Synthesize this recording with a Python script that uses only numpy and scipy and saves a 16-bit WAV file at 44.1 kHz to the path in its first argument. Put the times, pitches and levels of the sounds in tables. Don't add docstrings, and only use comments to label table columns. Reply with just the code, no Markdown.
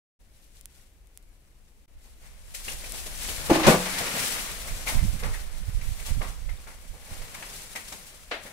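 import sys
import numpy as np
from scipy import signal
from scipy.fft import rfft, irfft, next_fast_len
from scipy.io import wavfile
from scipy.ndimage import uniform_filter1d

SR = 44100
rng = np.random.default_rng(int(sys.argv[2]) if len(sys.argv) > 2 else 0)


def store_wav(level_fs):
    pcm = np.round(np.clip(np.atleast_2d(level_fs), -1, 1) * 32767)
    wavfile.write(sys.argv[1], SR, pcm.T.astype(np.int16))


N = 375732
TIME = np.arange(N) / SR
SHED_T60_S, PORT_LAG_S = 0.34, 0.0005

# start in seconds, boom in dB, crack in dB, place from wall (0) to rim (1).
TUB_HITS = [(3.4972, -23, -16.5, 0.6), (3.5054, -13, -17, 0.53), (3.5144, -8.5, -31.5, 0),
            (3.5526, -30, -16, 0), (3.571, -18.5, -35, 0.11), (3.598, -26, -19, 0.74),
            (3.6651, -15, -25, 0.87), (3.671, -16.5, -9.5, .6), (3.6795, -9, -10.5, 0.91),
            (3.708, -16, -16, 0.64), (3.722, -17.5, -24, 0.86), (3.741, -23.5, -16.5, 0.57)]
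# pitch in Hz, dB when hit on the wall, dB when hit on the rim, T60 in seconds.
TUB_MODES = [(154, -23, -4, 0.25), (184.5, -45.5, -11, 0.71), (221.5, -29, -2.5, 0.15),
             (253.8, -14.5, -9.5, 0.26), (317, -7.5, -18.5, 0.39), (320.6, 7.5, -10, 0.053),
             (361.4, -18.5, -7.5, 0.19), (413, -21, -12.5, 0.25), (440, -35, -21, 0.52),
             (500, -38.5, -8, 0.4), (530, -19, -2, 0.13), (600, -24, 4.5, 0.025), (628.3, -39, -9.5, 0.31),
             (668, -13, -16, 0.14), (767, -26, -8, 0.16), (853, -11.5, -11, 0.1), (1047, -29, -26, .13),
             (1153, -26, -13.5, 0.22), (1462, -36, -11, 0.14), (1775, -25, -20.5, 0.23)]
# frequency in Hz, relative level in dB.
CRACK_EQ = [(100, 4.5), (200, 0), (600, 10), (1100, 5.5), (1600, -12), (2400, -34), (4000, -22),
            (9000, -17), (15000, -18)]

def tub():
    starts, boom_db, crack_db, place = np.transpose(TUB_HITS)
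    at = np.round(starts * SR).astype(int)
    boom = 0
    for k, (hz, wall_db, rim_db, t60) in enumerate(TUB_MODES):
        mode_db = wall_db + place * (rim_db - wall_db)
        clicks = np.zeros(N)
        clicks[at] = from_db(boom_db + mode_db + rng.normal(0, 1, len(at)))
        polarity = (-1) ** ((k + 1) // 2)
        boom = boom + polarity * ring(clicks, hz, t60)
    boom = np.interp(TIME + 0.00025 * drift(per_s=35), TIME, boom)
    lag_s = PORT_LAG_S / 4
    boom = at_ports(boom, lag_s) + from_db(-15) * shed_echoes(boom)
    force = blows(starts, crack_db, np.full(len(starts), 0.06), rise_share=0.031)
    return boom + in_shed(force, noise(CRACK_EQ), CRACK_EQ, wet_db=2.5, lag_s=lag_s)


# frequency in Hz, relative level in dB.
SCRAPE_EQ = [(600, 1), (1100, 5), (1700, -6), (2300, -8), (2750, -4), (3300, -16), (6000, -22)]

def scrape():
    skid = swell(3.654, db=-24.5, length_s=0.02)
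    return crackle(skid, SCRAPE_EQ, per_s=1500, spread_db=3, clump_db=1, wet_db=3)


# start in seconds, hold in seconds, splat in dB, spray in dB.
SPLASHES = [(3.502, 0.0085, -26, -54), (3.532, .004, -27.5, -49), (3.55, 0.012, -28.5, -38),
            (3.598, 0.013, -28, -52), (3.634, .022, -25.5, -37.5), (3.669, 0.033, -20.5, -22),
            (3.716, 0.011, -31, -32), (4.3, 0.054, -37.5, -37)]
# frequency in Hz, relative level in dB.
SPLAT_EQ = [(200, 0.5), (500, -2), (900, 0.5), (1400, 2), (2300, 3.5), (3300, -2.5), (5000, -5.5),
            (7000, -9.5)]

def spill():
    from_s, until_s = 3.84, 4.412
    patter = gush(from_s, until_s, attack_s=0.11, release_db_per_s=73)
    elapsed = np.clip(TIME - from_s, 0, until_s - from_s)
    heavy = patter * from_db(-33.5 - 8.5 * elapsed)
    fine = patter * from_db(-36.5 + 4.5 * elapsed)
    for start, hold_s, splat_db, spray_db in SPLASHES:
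        splash = gush(start, start + hold_s, attack_s=0.0046, release_db_per_s=596)
        heavy = np.hypot(heavy, from_db(splat_db) * splash)
        fine = np.hypot(fine, from_db(spray_db) * splash)
    splat = crackle(heavy, SPLAT_EQ, per_s=720, spread_db=-1, clump_db=3.5, wet_db=14)
    spray = crackle(fine, HISS_EQ, per_s=2500, spread_db=6, clump_db=2, wet_db=7)
    return splat + spray


# start in seconds, crunch, straw and thud in relative dB, T60 in seconds,
# resonance underfoot in Hz.
STEPS = [(2.045, -61.5, -70, -62, 0.21, 800), (2.21, -58.5, -68, -62, 0.5, 2250),
         (2.54, -51, -37.5, -53, 0.11, 3310), (2.678, -37.5, -40, -40.5, 0.075, 2700),
         (2.712, -48, -38, -46, 0.072, 3500), (2.837, -44, -45, -41.5, 0.07, 2400),
         (2.933, -45, -49, -45, 0.18, 704), (3.06, -41.5, -39.5, -42, .08, 2300),
         (3.283, -36.5, -46, -37, 0.094, 2850), (3.982, -30, -31, -56, 0.067, 4500),
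         (4.008, -31, -52, -29, 0.1, 510), (4.14, -37, -45, -34.5, 0.26, 2020),
         (4.338, -33.5, -47, -53, 0.23, 3480), (4.671, -39, -38, -58, 0.12, 2156),
         (4.865, -32, -30, -43, 0.27, 950), (4.915, -51, -58, -41, 0.35, 940),
         (5.224, -33.5, -41.5, -37.5, 0.22, 1300), (5.335, -39.5, -47, -53, 0.15, 1790),
         (5.81, -50, -54, -65, 0.24, 2200), (5.99, -45, -44, -67, 0.13, 2200),
         (6.049, -43, -38, -65, 0.18, 3000), (6.08, -43, -53, -46, 0.17, 560),
         (6.209, -34.5, -48, -36, 0.16, 1090), (6.24, -47.5, -49, -57, 0.39, 1100),
         (6.487, -45, -60.5, -53, 0.086, 2120), (6.665, -42.5, -50, -48.5, 0.14, 1490),
         (6.932, -54, -77, -48, 0.19, 600), (7.07, -48.5, -63, -50.5, 0.69, 900),
         (7.214, -42.5, -44.5, -49, 0.084, 4800), (7.342, -38.5, -45, -57, 0.068, 1030),
         (7.423, -35, -45, -55, 0.061, 3000), (7.753, -33, -36, -42, 0.084, 2070),
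         (7.875, -55, -43, -66, 0.15, 4000), (7.921, -36, -37, -41, 0.064, 5500),
         (8.451, -45.5, -53, -45.5, 0.2, 1850)]
# frequency in Hz, relative level in dB.
CRUNCH_EQ = [(500, -2.5), (800, 1.5), (1100, 0.5), (1700, -2), (2130, 2.5), (2450, -3), (3100, -7.5),
             (4200, -10), (6500, -15)]
THUD_EQ = [(140, 0.5), (200, 1), (330, -8), (500, -0.5), (650, -2.5), (1000, -8)]

def hooves():
    starts, crunch_db, _, thud_db, t60, underfoot_hz = np.transpose(STEPS)
    crush = blows(starts, crunch_db, t60, rise_share=0.089)
    crunch = from_db(-2) * crackle(crush, CRUNCH_EQ, per_s=470, spread_db=9, clump_db=-0.5, wet_db=10.5)
    weight = blows(starts, thud_db, t60, rise_share=0.0054)
    thud = in_shed(weight, noise(THUD_EQ), THUD_EQ, wet_db=31)
    edges = [int((start - 0.005) * SR) for start in starts] + [N]
    underfoot = np.zeros((2, N))
    for first, last, hz in zip(edges, edges[1:], underfoot_hz):
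        underfoot[:, first:last] = resonate(crunch[:, first:last], hz, q=3.7)
    return crunch + 0.99 * underfoot + thud


# frequency in Hz, relative level in dB.
STAMP_EQ = [(120, -41), (200, -13), (378, -10.5), (610, -2.5), (1030, -9.5), (1140, -7), (2110, -5),
            (3630, -11), (3990, -12.5), (4760, -18.5), (9000, -34), (11700, -61), (19800, -120)]

def stamp():
    force = blows(starts=[8.312], levels_db=[-23.5], t60s=[0.1], rise_share=0.053)
    return in_shed(force, grains(STAMP_EQ, per_s=7200, spread_db=6), STAMP_EQ, wet_db=22)


# time in seconds, relative level in dB.
BUSTLE_BEFORE = [(1.85, -74.5), (2.916, -54), (3.194, -52), (3.46, -41)]
BUSTLE_AFTER = [(4.5, -48), (4.79, -45.5), (5.61, -54.5), (6.21, -56.5), (6.33, -56.5), (6.94, -59.5),
                (7.32, -51.5), (8.34, -60), (8.5, -55.5)]
# peak time in seconds, level in dB, length in seconds.
SWEEPS = [(0.42, -64, 0.15), (0.572, -57.5, 0.036), (0.765, -59.5, 0.1), (2.056, -62.5, 0.091),
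          (2.25, -58, 0.084), (2.63, -44, 0.097), (2.705, -38, 0.063), (2.907, -44, 0.4),
          (2.964, -39.5, 0.071), (3.258, -35, 0.16), (4.221, -30, 0.1), (6.053, -47, 0.26),
          (7.136, -48, 0.12), (7.545, -43, 0.17), (7.985, -49, 0.23), (8.435, -46.5, 0.018),
          (8.468, -48, 0.018)]
# frequency in Hz, relative level in dB.
SOIL_EQ = [(150, 12.5), (300, -3.5), (520, 2.5), (800, 0), (1300, 0), (2200, 0), (3200, -6.5), (4500, -11),
           (7000, -15)]
HISS_EQ = [(2500, 1), (4000, -1), (6000, -1.5), (9000, 0), (11000, -2.5), (13000, -6), (16000, -9)]

def litter():
    bustle = from_db(in_time(np.vstack([BUSTLE_BEFORE, BUSTLE_AFTER]))[0])
    sweeps = np.sqrt(sum(swell(*row) ** 2 for row in SWEEPS))
    starts, _, straw_db, _, t60, _ = np.transpose(STEPS)
    steps = blows(starts, straw_db + 2.5, t60, rise_share=0.11)
    dragging = np.hypot(from_db(2) * bustle, from_db(-11) * sweeps)
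    stirring = np.sqrt((from_db(4.5) * bustle) ** 2 + sweeps ** 2 + steps ** 2)
    soil = crackle(dragging, SOIL_EQ, per_s=400, spread_db=6, clump_db=2, wet_db=9)
    straw = crackle(stirring, HISS_EQ, per_s=1400, spread_db=7, clump_db=2.5, wet_db=7.5)
    snaps = from_db(-17.5) * stirring * stalks(per_s=70, spread_db=3.5)
    return soil + straw + at_ports(snaps, PORT_LAG_S)


def stalks(per_s, spread_db, count=12):
    pings = 0
    for hz in np.geomspace(1900, 11000, count):
        breaks = random_clicks(per_s / count, spread_db)
        pings = pings + rms_one(ring(breaks, hz, t60=45 / hz))
    return rms_one(pings)


# start in seconds, level in dB, pitch in Hz, T60 in seconds.
STICK_BREAKS = [(2.682, -34.5, 2700, 0.13), (2.845, -43, 2370, .08), (3.214, -47, 2500, .06),
                (3.285, -35, 3070, .09), (4.871, -30, 2210, 0.26), (4.975, -42, 2110, 0.32),
                (5.203, -43, 2080, 0.088), (5.238, -38, 2070, .15), (5.336, -40, 1900, 0.14),
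                (5.812, -46, 2250, 0.16), (6.213, -47, 2040, .09), (6.491, -44, 2090, 0.12),
                (7.346, -39, 2200, .06), (7.425, -36.5, 1850, 0.066), (7.761, -33, 2130, 0.079)]

def sticks():
    out, age = np.zeros((2, N)), TIME[:SR // 3]
    for start, db, hz, t60 in STICK_BREAKS:
        splinters = rms_one(resonate(rng.standard_normal((2, len(age))), hz, q=10.5))
        snap = from_db(-7 - 60 * age / 0.035) * np.sin(2 * np.pi * hz * age)
        at = int(start * SR)
        out[:, at:at + len(age)] += from_db(db) * (snap + from_db(-60 * age / t60) * splinters)
    return out


# start in seconds, relative level in dB, left over right in dB.
TICK_HITS = [(0.6117, -38, 29.5), (0.657, -21.5, -10), (1.072, -43, 12.5), (1.1746, -24, -6.5),
             (1.227, -44, 6), (2.8964, -24, 8), (2.922, -16.5, 14)]
# pitch in Hz, relative level in dB, T60 in seconds.
TICK_RING = [(3570, -27, 0.0052), (7200, -20.5, 0.0025), (9900, 0, 0.00084)]

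def ticks():
    clicks = np.zeros((2, N))
    for start, db, pan_db in TICK_HITS:
        clicks[:, round(start * SR)] = from_db(db + np.array([pan_db, -pan_db]) / 2)
    ringing = sum(from_db(db) * ring(clicks, hz, t60) for hz, db, t60 in TICK_RING)
    return signal.sosfilt(signal.butter(1, 2000, "high", fs=SR, output="sos"), ringing)


# time in seconds, relative level in dB, left over right in dB.
AIRFLOW = [(1.7, -72, 1), (2.4, -49.5, -2), (3.35, -42, 5), (4.2, -49.5, -2), (4.7, -43, 0),
           (5.55, -36, -12), (6.35, -41, -10), (6.65, -49, -5), (8.5, -62, -10)]
# peak time in seconds, buffet and flutter in relative dB, length in seconds,
# left over right in dB.
PUFFS = [(.5, -77, -62.5, .45, 0), (1.97, -44, -62, 0.02, 6), (2.767, -43.5, -68, 0.069, -15),
         (3.508, -38, -40, 0.021, 5), (3.677, -26.5, -46, 0.032, 1), (4.733, -32.5, -36, 0.038, -6),
         (4.974, -17.5, -20, 0.028, -23), (5.043, -31, -17, 0.029, -16), (5.09, -25, -29, 0.03, -25),
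         (5.149, -31, -23, 0.023, -36), (5.255, -33, -32.5, 0.07, -13), (5.318, -31.5, -41, 0.045, -5),
         (5.623, -40, -41, 0.025, -14), (5.693, -31.5, -31.5, 0.016, -20), (5.764, -27, -41, 0.035, -14),
         (5.825, -37, -34.5, 0.049, -23), (5.889, -26.5, -33.5, 0.028, -24), (5.922, -32, -34, 0.012, -22),
         (6.116, -24, -25.5, 0.022, -21), (6.178, -26.5, -32.5, 0.047, -20),
         (6.28, -36.5, -38.5, 0.047, -18), (6.456, -36.5, -44.5, 0.075, -36),
         (6.505, -32, -39.5, 0.055, -26), (6.91, -39.5, -43.5, 0.036, -46), (7.129, -38.5, -39, 0.019, -6),
         (7.215, -39, -47, 0.055, -11)]
# frequency in Hz, relative level in dB.
BUFFET_EQ = [(18, 15.5), (35, 11.5), (55, 5), (80, -1.5), (120, -20), (180, -62), (280, -41), (500, -59)]
FLUTTER_EQ = [(50, 2), (110, 0), (200, -12.5), (400, -37)]

def wind():
    breeze_db, breeze_pan_db = in_time(AIRFLOW)
    buffet_power = from_db(breeze_db) ** 2 * port_shares(breeze_pan_db)
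    flutter_power = buffet_power * from_db(-18.5) ** 2
    for peak_s, buffet_db, flutter_db, length_s, pan_db in PUFFS:
        puff = swell(peak_s, 0, length_s) ** 2 * port_shares(pan_db)
        buffet_power += from_db(buffet_db) ** 2 * puff
        flutter_power += from_db(flutter_db) ** 2 * puff
    rumble = evened(noise(BUFFET_EQ, (2, N)), window_s=0.077)
    eddies = np.tanh(0.41 * rumble) / 0.28
    flutter = evened(noise(FLUTTER_EQ, (2, N)), window_s=0.04) * from_db(3 * drift(per_s=45))
    return from_db(4.5) * np.sqrt(buffet_power) * eddies + np.sqrt(flutter_power) * flutter


# frequency in Hz, relative level in dB.
AIR_EQ = [(20, 1), (48, -6.5), (70, -13), (90, -18.5), (133, -26), (300, -30), (570, -34), (750, -37.5),
          (1400, -44), (2300, -41), (4500, -49.5), (9000, -47), (15500, -48.5)]

def open_air():
    return from_db(-54) * diffuse(AIR_EQ) * from_db([[1.5], [-1.5]])


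# frequency in Hz, left-right correlation from 0 to 1.
PORT_LIKENESS = [(30, 0.78), (120, 1), (250, 1), (500, 0.99), (1000, 0.2), (2000, 0.003)]

def diffuse(eq):
    shape = eq_gains(eq)
    mid, side = shape * rng.standard_normal((2, 2 * len(shape))).view(complex)
    alike = at_hz(PORT_LIKENESS, np.linspace(0, SR / 2, len(shape)))
    spectrum = np.sqrt(1 + alike) * mid + np.sqrt(1 - alike) * side * [[1], [-1]]
    return rms_one(irfft(spectrum)[:, :N])


def in_shed(force, texture, eq, wet_db, lag_s=PORT_LAG_S):
    keep = from_db(-2 * 60 / (SHED_T60_S * SR))
    tail_power = signal.lfilter([1 - keep], [1, -keep], force ** 2 + 1e-18)
    wash = np.sqrt(0.5 * force ** 2 + 0.5 * tail_power) * diffuse(eq)
    wet = from_db(wet_db)
    return (at_ports(force * texture, lag_s) + wet * wash) / np.hypot(1, wet)


def shed_echoes(x, first_echo_s=0.014):
    age = TIME[:SR // 2]
    tail = rng.standard_normal((2, len(age))) * from_db(-60 * age / SHED_T60_S) * (age > first_echo_s)
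    return signal.fftconvolve(x[None], rms_one(tail) / np.sqrt(len(age)), axes=1)[:, :N]


def ground_echo(x, share, delay_s):
    bounce = [np.interp(TIME - delay_s * from_db(2 * drift(per_s=3)), TIME, port) for port in x]
    return (x + share * np.array(bounce)) / np.hypot(1, share)


def at_ports(x, lag_s):
    return np.array([np.interp(TIME - lag_s, TIME, x), x])


def port_shares(pan_db):
    return 1 / (1 + from_db(2 * pan_db * np.array([[-1], [1]])))


def crackle(force, eq, per_s, spread_db, clump_db, wet_db):
    clumps = from_db(clump_db * drift(per_s=60))
    return in_shed(force * clumps, grains(eq, per_s, spread_db), eq, wet_db)


def grains(eq, per_s, spread_db):
    edges = np.geomspace(eq[0][0] / 2, min(eq[-1][0] * 1.2, SR * 0.45), 5)
    bands = [signal.butter(2, pair, "band", fs=SR, output="sos") for pair in zip(edges, edges[1:])]
    snaps = sum(signal.sosfilt(band, random_clicks(per_s, spread_db) + 1e-18) for band in bands)
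    return tint(snaps, eq)


def random_clicks(per_s, spread_db):
    chance, clicks = rng.random(N) * SR / per_s, np.zeros(N)
    at = np.flatnonzero(chance < 1)
    clicks[at] = from_db(spread_db * np.minimum(-np.log(chance[at]), 4)) * (-1.0) ** at
    return rms_one(clicks)


def blows(starts, levels_db, t60s, rise_share):
    power = np.zeros(N)
    for start, db, t60 in zip(starts, levels_db, t60s):
        rise_s = rise_share * t60
        at = int((start - rise_s / 4) * SR)
        age = TIME[:min(SR // 2, N - at)]
        attack = np.minimum(age / rise_s, 1)
        decay = from_db(db - 60 * np.maximum(age - rise_s, 0) / t60)
        power[at:at + len(age)] += (attack * decay) ** 2
    return np.sqrt(power)


def swell(peak_s, db, length_s):
    return from_db(db) * np.exp(-2 * np.log(2) * np.minimum(((TIME - peak_s) / length_s) ** 2, 20))


def gush(from_s, until_s, attack_s, release_db_per_s):
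    attack = np.clip(1 + (TIME - from_s) / attack_s, 0, 1)
    return attack * from_db(-np.clip(release_db_per_s * (TIME - until_s), 0, 200))


def ring(clicks, hz, t60):
    r, w = from_db(-60 / (t60 * SR)), 2 * np.pi * hz / SR
    return signal.lfilter([0, np.sin(w)], [1, -2 * r * np.cos(w), r * r], clicks + 1e-18)


def resonate(x, hz, q):
    return signal.lfilter(*signal.iirpeak(hz, q, fs=SR), x)


def noise(eq, shape=N):
    return tint(rng.standard_normal(shape), eq)


def tint(x, eq):
    return rms_one(irfft(rfft(x, next_fast_len(N, True)) * eq_gains(eq))[..., :N])


def eq_gains(eq):
    hz = np.linspace(1e-3, SR / 2, next_fast_len(N, True) // 2 + 1)
    rolloff = 1 / (1 + (eq[0][0] / hz) ** 4) / (1 + (hz / eq[-1][0]) ** 16)
    return from_db(at_hz(eq, hz)) * np.sqrt(rolloff)


def evened(x, window_s):
    return x / np.sqrt(uniform_filter1d(x ** 2, int(window_s * SR)) + 1e-6)


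def drift(per_s):
    knots = rng.standard_normal(4096)
    return np.interp(TIME * per_s, np.arange(len(knots)), knots)


def in_time(rows):
    times, *columns = np.transpose(rows)
    return [np.interp(TIME, times, column) for column in columns]


def at_hz(rows, hz):
    freqs, values = np.transpose(rows)
    return np.interp(np.log(np.maximum(hz, 1)), np.log(freqs), values)


def from_db(db):
    return 10 ** (np.asarray(db) / 20)


def rms_one(x):
    return x / np.sqrt(np.mean(x ** 2) + 1e-20)


def scene():
    ground = litter() + hooves() + sticks() + stamp() + scrape() + spill()
    ground = ground_echo(ground, share=0.19, delay_s=0.0033) * from_db([[1.8], [-1.8]])
    return ground + open_air() + tub() * from_db([[0.4], [-0.4]]) + ticks() + wind()


def record(dry):
    fade_in = np.clip((TIME - 0.19) / 0.015, 0, 1)
    dip = np.interp(TIME, [1.857, 1.86, 1.877, 1.881], [1, 0.05, 0.05, 1])
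    lowpass = signal.ellip(12, 0.1, 90, 15700, fs=SR, output="sos")
    return signal.sosfilt(lowpass, np.clip(dry * fade_in * dip, -1, 1))


dry = scene()
out = record(dry)
store_wav(out)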